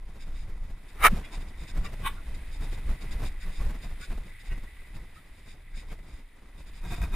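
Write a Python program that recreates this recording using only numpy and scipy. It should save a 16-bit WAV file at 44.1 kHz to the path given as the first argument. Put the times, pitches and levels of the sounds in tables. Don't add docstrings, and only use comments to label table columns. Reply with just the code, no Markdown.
import sys
import numpy as np
from scipy import signal
from scipy.fft import rfft, irfft, next_fast_len
from scipy.io import wavfile
from scipy.ndimage import uniform_filter1d

SR = 44100
rng = np.random.default_rng(int(sys.argv[2]) if len(sys.argv) > 2 else 0)


def to_wav(sig):
    pcm = np.clip(np.atleast_2d(sig), -1, 1) * 32767
    pcm = np.round(pcm).astype(np.int16)
    wavfile.write(sys.argv[1], SR, pcm.T)


N = 315315
T = np.arange(N) / SR



def from_db(db):
    return 10 ** (np.asarray(db) / 20)


def rms_one(x):
    return x / np.sqrt(np.mean(x ** 2) + 1e-20)


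def gains(rows):
    s, *columns = np.transpose(rows)
    return [from_db(np.interp(T, s, column)) for column in columns]


def swells(rows, skirt):
    power = np.zeros(N)
    for peak_s, level_db, half_power_s in rows:
        first = max(int((peak_s - 6 * half_power_s) * SR), 0)
        near = slice(first, int((peak_s + 6 * half_power_s) * SR))
        distance = np.abs(2 * (T[near] - peak_s) / half_power_s)
        power[near] += from_db(level_db) ** 2 * .5 ** (distance ** skirt)
    return np.sqrt(power)


def tilt(x, spectrum):
    hz, db = np.transpose(spectrum)
    size = next_fast_len(N)
    log_hz = np.log(np.maximum(np.arange(size // 2 + 1) * SR / size, 1))
    beyond = np.abs(log_hz - np.clip(log_hz, np.log(hz[0]), np.log(hz[-1])))
    response = from_db(np.interp(log_hz, np.log(hz), db)) * np.exp(-2 * beyond)
    return irfft(rfft(x, size) * response, size)[..., :N]


def colour(x, spectrum):
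    return rms_one(tilt(x, spectrum))


def resonate(x, modes, direct_db):
    size = next_fast_len(N)
    f = np.arange(size // 2 + 1) * SR / size
    power = from_db(direct_db) ** 2
    for hz, width_hz, rel_db in modes:
        power = power + (from_db(rel_db) / (1 + (2 * (f - hz) / width_hz) ** 2)) ** 2
    return rms_one(irfft(rfft(x, size) * np.sqrt(power), size)[..., :N])


def smooth_power(x, span_s):
    size = max(int(span_s * SR), 2)
    return uniform_filter1d(uniform_filter1d(x ** 2, size), size)


def steady(x, span_s):
    return x / np.sqrt(smooth_power(x, span_s) + 1e-9)


def turbulence():
    return rng.standard_normal((2, N))


def grains(per_s, spread_db):
    born = rng.random(N) < per_s / SR
    strength = from_db(spread_db * np.minimum(rng.exponential(1, N), 4))
    return rms_one(born * strength * turbulence())


def flutter(depth_db, step_s):
    steps = rng.standard_normal(4000)
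    return from_db(depth_db * np.interp(T / step_s, np.arange(len(steps)), steps))


def scattered(per_s, half_power_s, spread_db):
    gap, force = rng.random(size=(150, 2)).T
    when = np.cumsum((.5 + gap) / per_s)
    rows = [(s, -spread_db * f, half_power_s) for s, f in zip(when, force) if s < N / SR]
    return swells(rows, skirt=2)


def pings(rows, rise_s, ring_s, overtone_db, width_hz):
    out = np.zeros((2, N))
    t = np.arange(-SR // 25, SR // 16) / SR
    shape = np.exp(np.minimum(t / rise_s, -t / ring_s))
    for peak_s, level_db, pitch_hz in rows:
        partials_hz = pitch_hz * np.r_[1, rng.uniform(.7, 1.6, size=4)]
        sizes = from_db(np.r_[0, np.full(4, overtone_db)])
        wander = np.cumsum(rng.standard_normal((len(partials_hz), len(t))), axis=1)
        wander = uniform_filter1d(wander * np.sqrt(2 * np.pi * width_hz / SR), size=64)
        waves = np.exp(2j * np.pi * partials_hz[:, None] * t + 1j * wander)
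        weights = sizes * np.exp(2j * np.pi * rng.random((2, len(partials_hz))))
        ring = from_db(level_db) * shape * (weights @ waves).real
        at = int(peak_s * SR) + np.round(t * SR).astype(int)
        inside = (at >= 0) & (at < N)
        out[:, at[inside]] += ring[:, inside]
    return out


# peak_s, rel_db, half_power_s
BUMPS = [(0.165, -50, 0.028), (0.28, -46.5, 0.021), (0.33, -52, 0.023), (0.496, -48, 0.025),
         (0.644, -51.5, 0.025), (0.701, -47, 0.021), (1.12, -36.5, 0.028), (1.174, -35.5, 0.027),
         (1.379, -40.5, 0.0067), (1.427, -42, 0.0082), (1.635, -41.5, 0.02), (1.775, -37, 0.025),
         (1.846, -42, 0.062), (1.935, -41, 0.019), (2.001, -38.5, 0.0078), (2.042, -39, 0.029),
         (2.135, -46, 0.044), (2.307, -49.5, 0.062), (2.371, -47, 0.015), (2.634, -41, 0.037),
         (2.733, -42, 0.02), (2.786, -41.5, 0.015), (2.905, -39, 0.039), (3.04, -43.5, 0.031),
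         (3.149, -43, 0.058), (3.235, -37, 0.051), (3.48, -43, 0.042), (3.613, -38.5, 0.02),
         (3.655, -39, 0.038), (3.708, -40, 0.03), (3.756, -43.5, 0.018), (3.853, -41, 0.02),
         (3.915, -45.5, 0.02), (4.012, -44, 0.01), (4.119, -40, 0.029), (4.181, -42, 0.01),
         (4.267, -48, 0.024), (4.526, -38.5, 0.017), (4.581, -41, 0.0055), (4.641, -45.5, 0.013),
         (4.964, -45.5, 0.023), (5.02, -51.5, 0.03), (5.478, -52.5, 0.027), (5.549, -53.5, 0.015),
         (5.776, -46, 0.01), (5.925, -41, 0.014), (6.088, -55.5, 0.028), (6.605, -52, 0.026)]
# first_s, last_s, spacing_s, rel_db
RIBS = [(0.09, 0.82, 0.0695, -54), (5.785, 6.21, 0.0514, -52.5)]
RIB_HALF_POWER_S = .019
SMALL_BUMPS_PER_S, SMALL_BUMP_HALF_POWER_S = 7.1, .016
SMALL_BUMP_RE_RUSH_DB = 3.5


def jolts():
    rush = gains(AIR)[2]
    ribs = [(s, rel_db, RIB_HALF_POWER_S) for first_s, last_s, spacing_s, rel_db in RIBS
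            for s in np.arange(first_s, last_s, spacing_s)]
    small = scattered(SMALL_BUMPS_PER_S, SMALL_BUMP_HALF_POWER_S, spread_db=4)
    small = from_db(SMALL_BUMP_RE_RUSH_DB) * rush * small
    return np.hypot(swells(BUMPS + ribs, skirt=1.8), small)


USUAL_JOLT_DB = -45


def shaken(jolt, level_db, span_s, follows):
    power = smooth_power(jolt, span_s) / from_db(USUAL_JOLT_DB) ** 2
    return from_db(level_db) * np.maximum(power, 1e-12) ** (follows / 2)


# time_s, sway_rel_db, gust_rel_db, rush_rel_db
AIR = [(0.0, -41, -58, -63), (0.46, -32, -53, -63.5), (0.9, -44.5, -56, -61.5), (1.15, -42, -47, -52),
       (1.57, -41, -51, -57), (1.89, -61, -49, -62), (2.29, -39, -52.5, -60), (3.05, -33.5, -47.5, -57),
       (3.44, -34.5, -52, -62.5), (3.76, -42, -53, -60.5), (4.22, -47.5, -52, -66),
       (4.98, -42.5, -58.5, -64), (5.26, -49.5, -57, -62), (5.77, -43, -55.5, -67.5),
       (5.93, -40.5, -66, -75), (6.39, -49, -59, -63), (6.79, -40, -54, -62.5), (7.15, -30.5, -41, -51.5)]
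# freq_hz, rel_db_per_hz
SWAY_COLOUR = [(10, -12.5), (19, -2.5), (28, -0.5), (38, -15.5), (55, -12.5), (80, -29.5), (140, -55)]
GUST_COLOUR = [(35, -16), (62, -2), (90, -6.5), (130, -12.5), (200, -23.5), (400, -60)]
RUSH_COLOUR = [(70, -12.5), (160, -9), (280, -7), (500, -15.5), (1000, -15.5), (1600, -22), (2600, -34),
               (3200, -32.5), (6000, -35.5), (14000, -47)]


def wind(jolt):
    sway, gust, rush = gains(AIR)
    sway = np.hypot(from_db(-.5) * sway, shaken(jolt, level_db=-32.5, span_s=.058, follows=1))
    gust = np.hypot(from_db(-2.5) * gust, shaken(jolt, level_db=-48.5, span_s=.028, follows=.95))
    rush = np.hypot(from_db(.5) * rush, shaken(jolt, level_db=-58.5, span_s=.075, follows=.49))
    eddies = flutter(depth_db=2.5, step_s=.018)
    sway_noise = steady(colour(turbulence(), SWAY_COLOUR), span_s=.078)
    gust_noise = steady(colour(turbulence(), GUST_COLOUR), span_s=.0077)
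    low = sway * flutter(depth_db=3.5, step_s=.05) * sway_noise
    gusts = gust * flutter(depth_db=3.5, step_s=.026) * gust_noise
    air = rush * colour(grains(per_s=4600, spread_db=1), RUSH_COLOUR)
    return low + eddies * (gusts + air)


# time_s, rel_db
HUB = [(0, -70.5), (1.5, -64.5), (2.5, -65.5), (3.1, -61), (3.8, -65), (4.2, -66), (4.32, -60), (4.55, -59),
       (4.85, -64.5), (5.12, -65), (5.4, -70), (5.75, -64.5), (6.4, -72), (7.15, -73)]
# freq_hz, width_hz, rel_db
HUB_MODES = [(1998, 150, 1), (2210, 150, -5)]


def freewheel():
    ring, = gains(HUB)
    pawls = resonate(grains(per_s=1500, spread_db=1), HUB_MODES, direct_db=-61.5)
    unevenness = flutter(depth_db=2.6, step_s=.018)
    return from_db(1.5) * ring * unevenness * steady(pawls, span_s=.046)


# peak_s, rel_db, pitch_hz
STONES = [(1.25, -53, 2090), (1.262, -54, 2410), (1.341, -51, 980), (1.858, -47, 1174),
          (1.866, -48.5, 1970), (2.183, -53, 1394), (3.431, -53, 1930), (3.608, -53, 1100),
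          (4.034, -49.5, 1467), (4.522, -49.5, 1920), (5.172, -56, 1280), (5.75, -60, 1607),
          (5.912, -56.5, 2210)]


def stones():
    return from_db(4) * pings(STONES, rise_s=.014, ring_s=.014, overtone_db=-7, width_hz=36)


# time_s, rel_db
GROUND = [(0.0, -71), (0.14, -67), (0.3, -68), (0.69, -69.5), (0.96, -61), (1.19, -59), (1.41, -63),
          (1.95, -61.5), (2.27, -59.5), (3.92, -59), (5.28, -64.5), (5.99, -68), (6.49, -67), (7.15, -61.5)]
# freq_hz, rel_db_per_hz
TYRE_COLOUR = [(700, -29), (1400, -6.5), (1750, -1), (2020, 1), (2250, -3), (2550, -0.5), (2900, -12),
               (3250, -21.5), (3700, -11.5), (4300, -26.5), (9000, -40)]
GRIT_COLOUR = [(2000, -24), (3000, 8.5), (3700, 9), (4300, 2), (5000, 0.5), (5900, -12.5), (7100, -1.5),
               (9000, 2), (10000, 9.5), (10600, -2.5), (12600, -11.5), (13500, 1), (14100, 5.5),
               (14700, -32.5)]
LOAD_CRUNCH_DB = -65.5
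TICKS_PER_S, TICK_RE_CRUNCH_DB = 90, -13.5


def tyres(jolt):
    crunch, = gains(GROUND)
    crunch = np.hypot(crunch, shaken(jolt, level_db=LOAD_CRUNCH_DB, span_s=.022, follows=.82))
    bites = flutter(depth_db=1.26, step_s=.073)
    tread = from_db(-.5) * colour(grains(per_s=6100, spread_db=-3.5), TYRE_COLOUR)
    spray = from_db(-4.5) * colour(grains(per_s=9700, spread_db=-.5), GRIT_COLOUR)
    ticks = resonate(grains(per_s=TICKS_PER_S, spread_db=1), FRAME_MODES, direct_db=-33)
    ticks = from_db(TICK_RE_CRUNCH_DB) * ticks
    when, force, bulk = rng.random(size=(200, 3)).T
    pebbles = np.c_[when * N / SR, -11 * force, 1100 * 2.3 ** bulk]
    clinks = from_db(4) * pings(pebbles, rise_s=.004, ring_s=.0061, overtone_db=-10, width_hz=21)
    return crunch * (bites * (tread + spray) + ticks + clinks)


# peak_s, rel_db, half_power_s
RATTLES = [(0.221, -54.5, 0.03), (0.39, -58, 0.076), (0.897, -59.5, 0.021), (1.253, -56, 0.019),
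           (1.345, -48, 0.035), (1.417, -56.5, 0.022), (1.489, -57.5, 0.018), (1.62, -56, 0.055),
           (1.697, -49.5, 0.03), (1.858, -46.5, 0.024), (2.351, -53, 0.013), (2.545, -55.5, 0.049),
           (2.64, -54, 0.042), (2.738, -52.5, 0.031), (3.022, -50, 0.018), (3.126, -48.5, 0.023),
           (3.268, -48, 0.032), (3.427, -53, 0.033), (3.564, -54, 0.067), (3.838, -51.5, 0.027),
           (4.034, -48.5, 0.044), (4.299, -61, 0.011), (4.41, -58, 0.023), (4.47, -56, 0.036),
           (4.96, -60, 0.023), (5.168, -63, 0.034), (5.389, -62.5, 0.028), (5.502, -56.5, 0.055),
           (5.787, -52.5, 0.054), (5.91, -62, 0.045), (6.13, -63.5, 0.11), (6.598, -62, 0.037),
           (6.683, -59, 0.03), (6.768, -58, 0.047), (6.932, -51, 0.09), (7.037, -53, 0.026)]
# freq_hz, width_hz, rel_db
FRAME_MODES = [(1580, 94, 2.5), (2295, 820, 4.5), (3680, 410, 5.5), (4940, 730, 0.5), (6980, 720, -2.5),
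               (8380, 290, 0), (9720, 1000, -7), (13600, 500, -11.5)]
FLURRIES_PER_S, FLURRY_RE_CRUNCH_DB, FLURRY_HALF_POWER_S = 7, -4, .025


def rattle(jolt):
    crunch, = gains(GROUND)
    chatter = resonate(grains(per_s=15000, spread_db=2.2), FRAME_MODES, direct_db=-38)
    big = swells(RATTLES, skirt=3)
    flurries = scattered(FLURRIES_PER_S, FLURRY_HALF_POWER_S, spread_db=10.5)
    flurries = from_db(FLURRY_RE_CRUNCH_DB) * crunch * flurries
    jolted = shaken(jolt, level_db=-66.5, span_s=.03, follows=.58)
    return from_db(-.5) * np.sqrt(big ** 2 + flurries ** 2 + jolted ** 2) * chatter


# peak_s, level_db, half_power_s
PLANKS = [(6.857, -41.5, 0.03), (6.928, -36.5, 0.027), (6.986, -40.5, 0.01), (7.034, -35.5, 0.031),
          (7.145, -39, 0.024)]
# freq_hz, width_hz, rel_db
PLANK_MODES = [(114, 52, 2.5), (160, 51, 8.5), (345, 200, -8), (712, 90, -6.5), (940, 130, -7.5),
               (1130, 110, -11.5), (1300, 160, -10), (1590, 120, -8.5), (1920, 90, -12), (2180, 180, -12.5),
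               (2480, 130, -8.5), (3680, 190, -12.5)]


def boardwalk():
    wood = resonate(grains(per_s=3500, spread_db=2.5), PLANK_MODES, direct_db=-32)
    return swells(PLANKS, skirt=1.77) * steady(wood, span_s=.014)


# freq_hz, rel_db_per_hz
BUMP_COLOUR = [(40, -20.5), (90, 2.5), (170, 5), (260, -6.5), (450, -10.5), (750, -14.5), (1200, -18),
               (2000, -22), (3000, -28), (6000, -35), (14000, -37)]


def bumps(jolt):
    puff = steady(colour(grains(per_s=6000, spread_db=2.5), BUMP_COLOUR), span_s=.0059)
    return from_db(-2) * jolt * puff


# peak_s, level_db, half_power_s, pitch_hz
THUDS = [(1.127, -28, 0.0053, 191.1), (1.134, -23, 0.006, 165)]


def thuds():
    out = np.zeros((2, N))
    for peak_s, level_db, half_power_s, pitch_hz in THUDS:
        phase = rng.uniform(0, 2 * np.pi, (2, 1))
        swing = np.sqrt(2) * np.sin(2 * np.pi * pitch_hz * T + phase)
        out += swells([(peak_s, level_db, half_power_s)], skirt=1.7) * swing
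    return out


# peak_s, rel_db, half_power_s
KNOCK = [(2.052, -46, 0.0086), (2.064, -26, 0.0058), (2.075, -25, 0.0056), (2.090, -42.5, 0.018)]
# freq_hz, width_hz, rel_db
KNOCK_MODES = [(904, 120, -8.5), (1134, 83, -0.5), (1570, 300, -9.5), (1970, 120, -9.5), (2260, 90, -10),
               (2490, 220, -11.5), (3030, 210, -11), (3320, 71, -15), (3630, 370, -13.5),
               (8380, 280, -19.5), (9500, 1200, -25), (10840, 110, -17), (12900, 150, -20),
               (14200, 900, -26)]
# peak_s, level_db, pitch_hz
KNOCK_RING = [(2.064, -25, 1085)]


def loose_part():
    knock = resonate(grains(per_s=14000, spread_db=3), KNOCK_MODES, direct_db=-42)
    knock = from_db(-3) * swells(KNOCK, skirt=.87) * steady(knock, span_s=.0051)
    ring = pings(KNOCK_RING, rise_s=.0058, ring_s=.011, overtone_db=-24, width_hz=5.6)
    return knock + ring


# peak_s, level_db, half_power_s
LANDING = [(1.028, -34, 0.019), (1.0425, -21, 0.011), (1.0505, -9, 0.0069), (1.0585, -9.5, 0.0024),
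           (1.067, -10.5, 0.0052), (1.074, -22.5, 0.0052), (1.082, -23, 0.003)]
# freq_hz, width_hz, rel_db
LANDING_MODES = [(517, 430, -15.5), (806, 200, -5), (944, 220, -7), (1273, 280, 3.5), (1400, 40, 1),
                 (1750, 360, -5), (2190, 480, -4), (2830, 800, -15), (3800, 340, -16), (9600, 840, -18.5),
                 (10460, 410, -15.5), (13600, 690, -18.5), (14200, 1000, -28)]


def landing():
    clack = resonate(grains(per_s=14000, spread_db=1), LANDING_MODES, direct_db=-29)
    return swells(LANDING, skirt=1.21) * steady(clack, span_s=.006)


# freq_hz, side_minus_mid_db
WIDTH = [(25, -61.5), (70, -37.5), (140, -18.5), (330, -18), (470, -3), (680, -13), (1200, -8.5),
         (2000, -11), (2400, -6), (3600, -5), (4500, -3), (7000, -4), (8400, -3), (9800, -12.5),
         (12000, -18.5), (14000, -6.5)]
PLANK_JOLT_DB, LANDING_JOLT_DB = -5, -25


def scene():
    trail = jolts()
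    plank_jolt = from_db(PLANK_JOLT_DB) * swells(PLANKS, skirt=1.1)
    landing_jolt = from_db(LANDING_JOLT_DB) * swells(LANDING, skirt=.53)
    jolt = trail + plank_jolt + landing_jolt
    riding = wind(jolt) + freewheel() + stones() + tyres(trail) + rattle(jolt) + boardwalk() + bumps(trail)
    riding = signal.sosfilt(signal.ellip(8, .1, 60, 14350, fs=SR, output="sos"), riding)
    mid, side = riding + thuds() + loose_part() + landing()
    return mid + tilt(side, WIDTH) * np.array([[1], [-1]])


def record(dry):
    rounded = .9 * np.tanh(dry / .9)
    return signal.sosfilt(signal.ellip(10, .1, 90, 15200, fs=SR, output="sos"), rounded)


dry = scene()
out = record(dry)
to_wav(out)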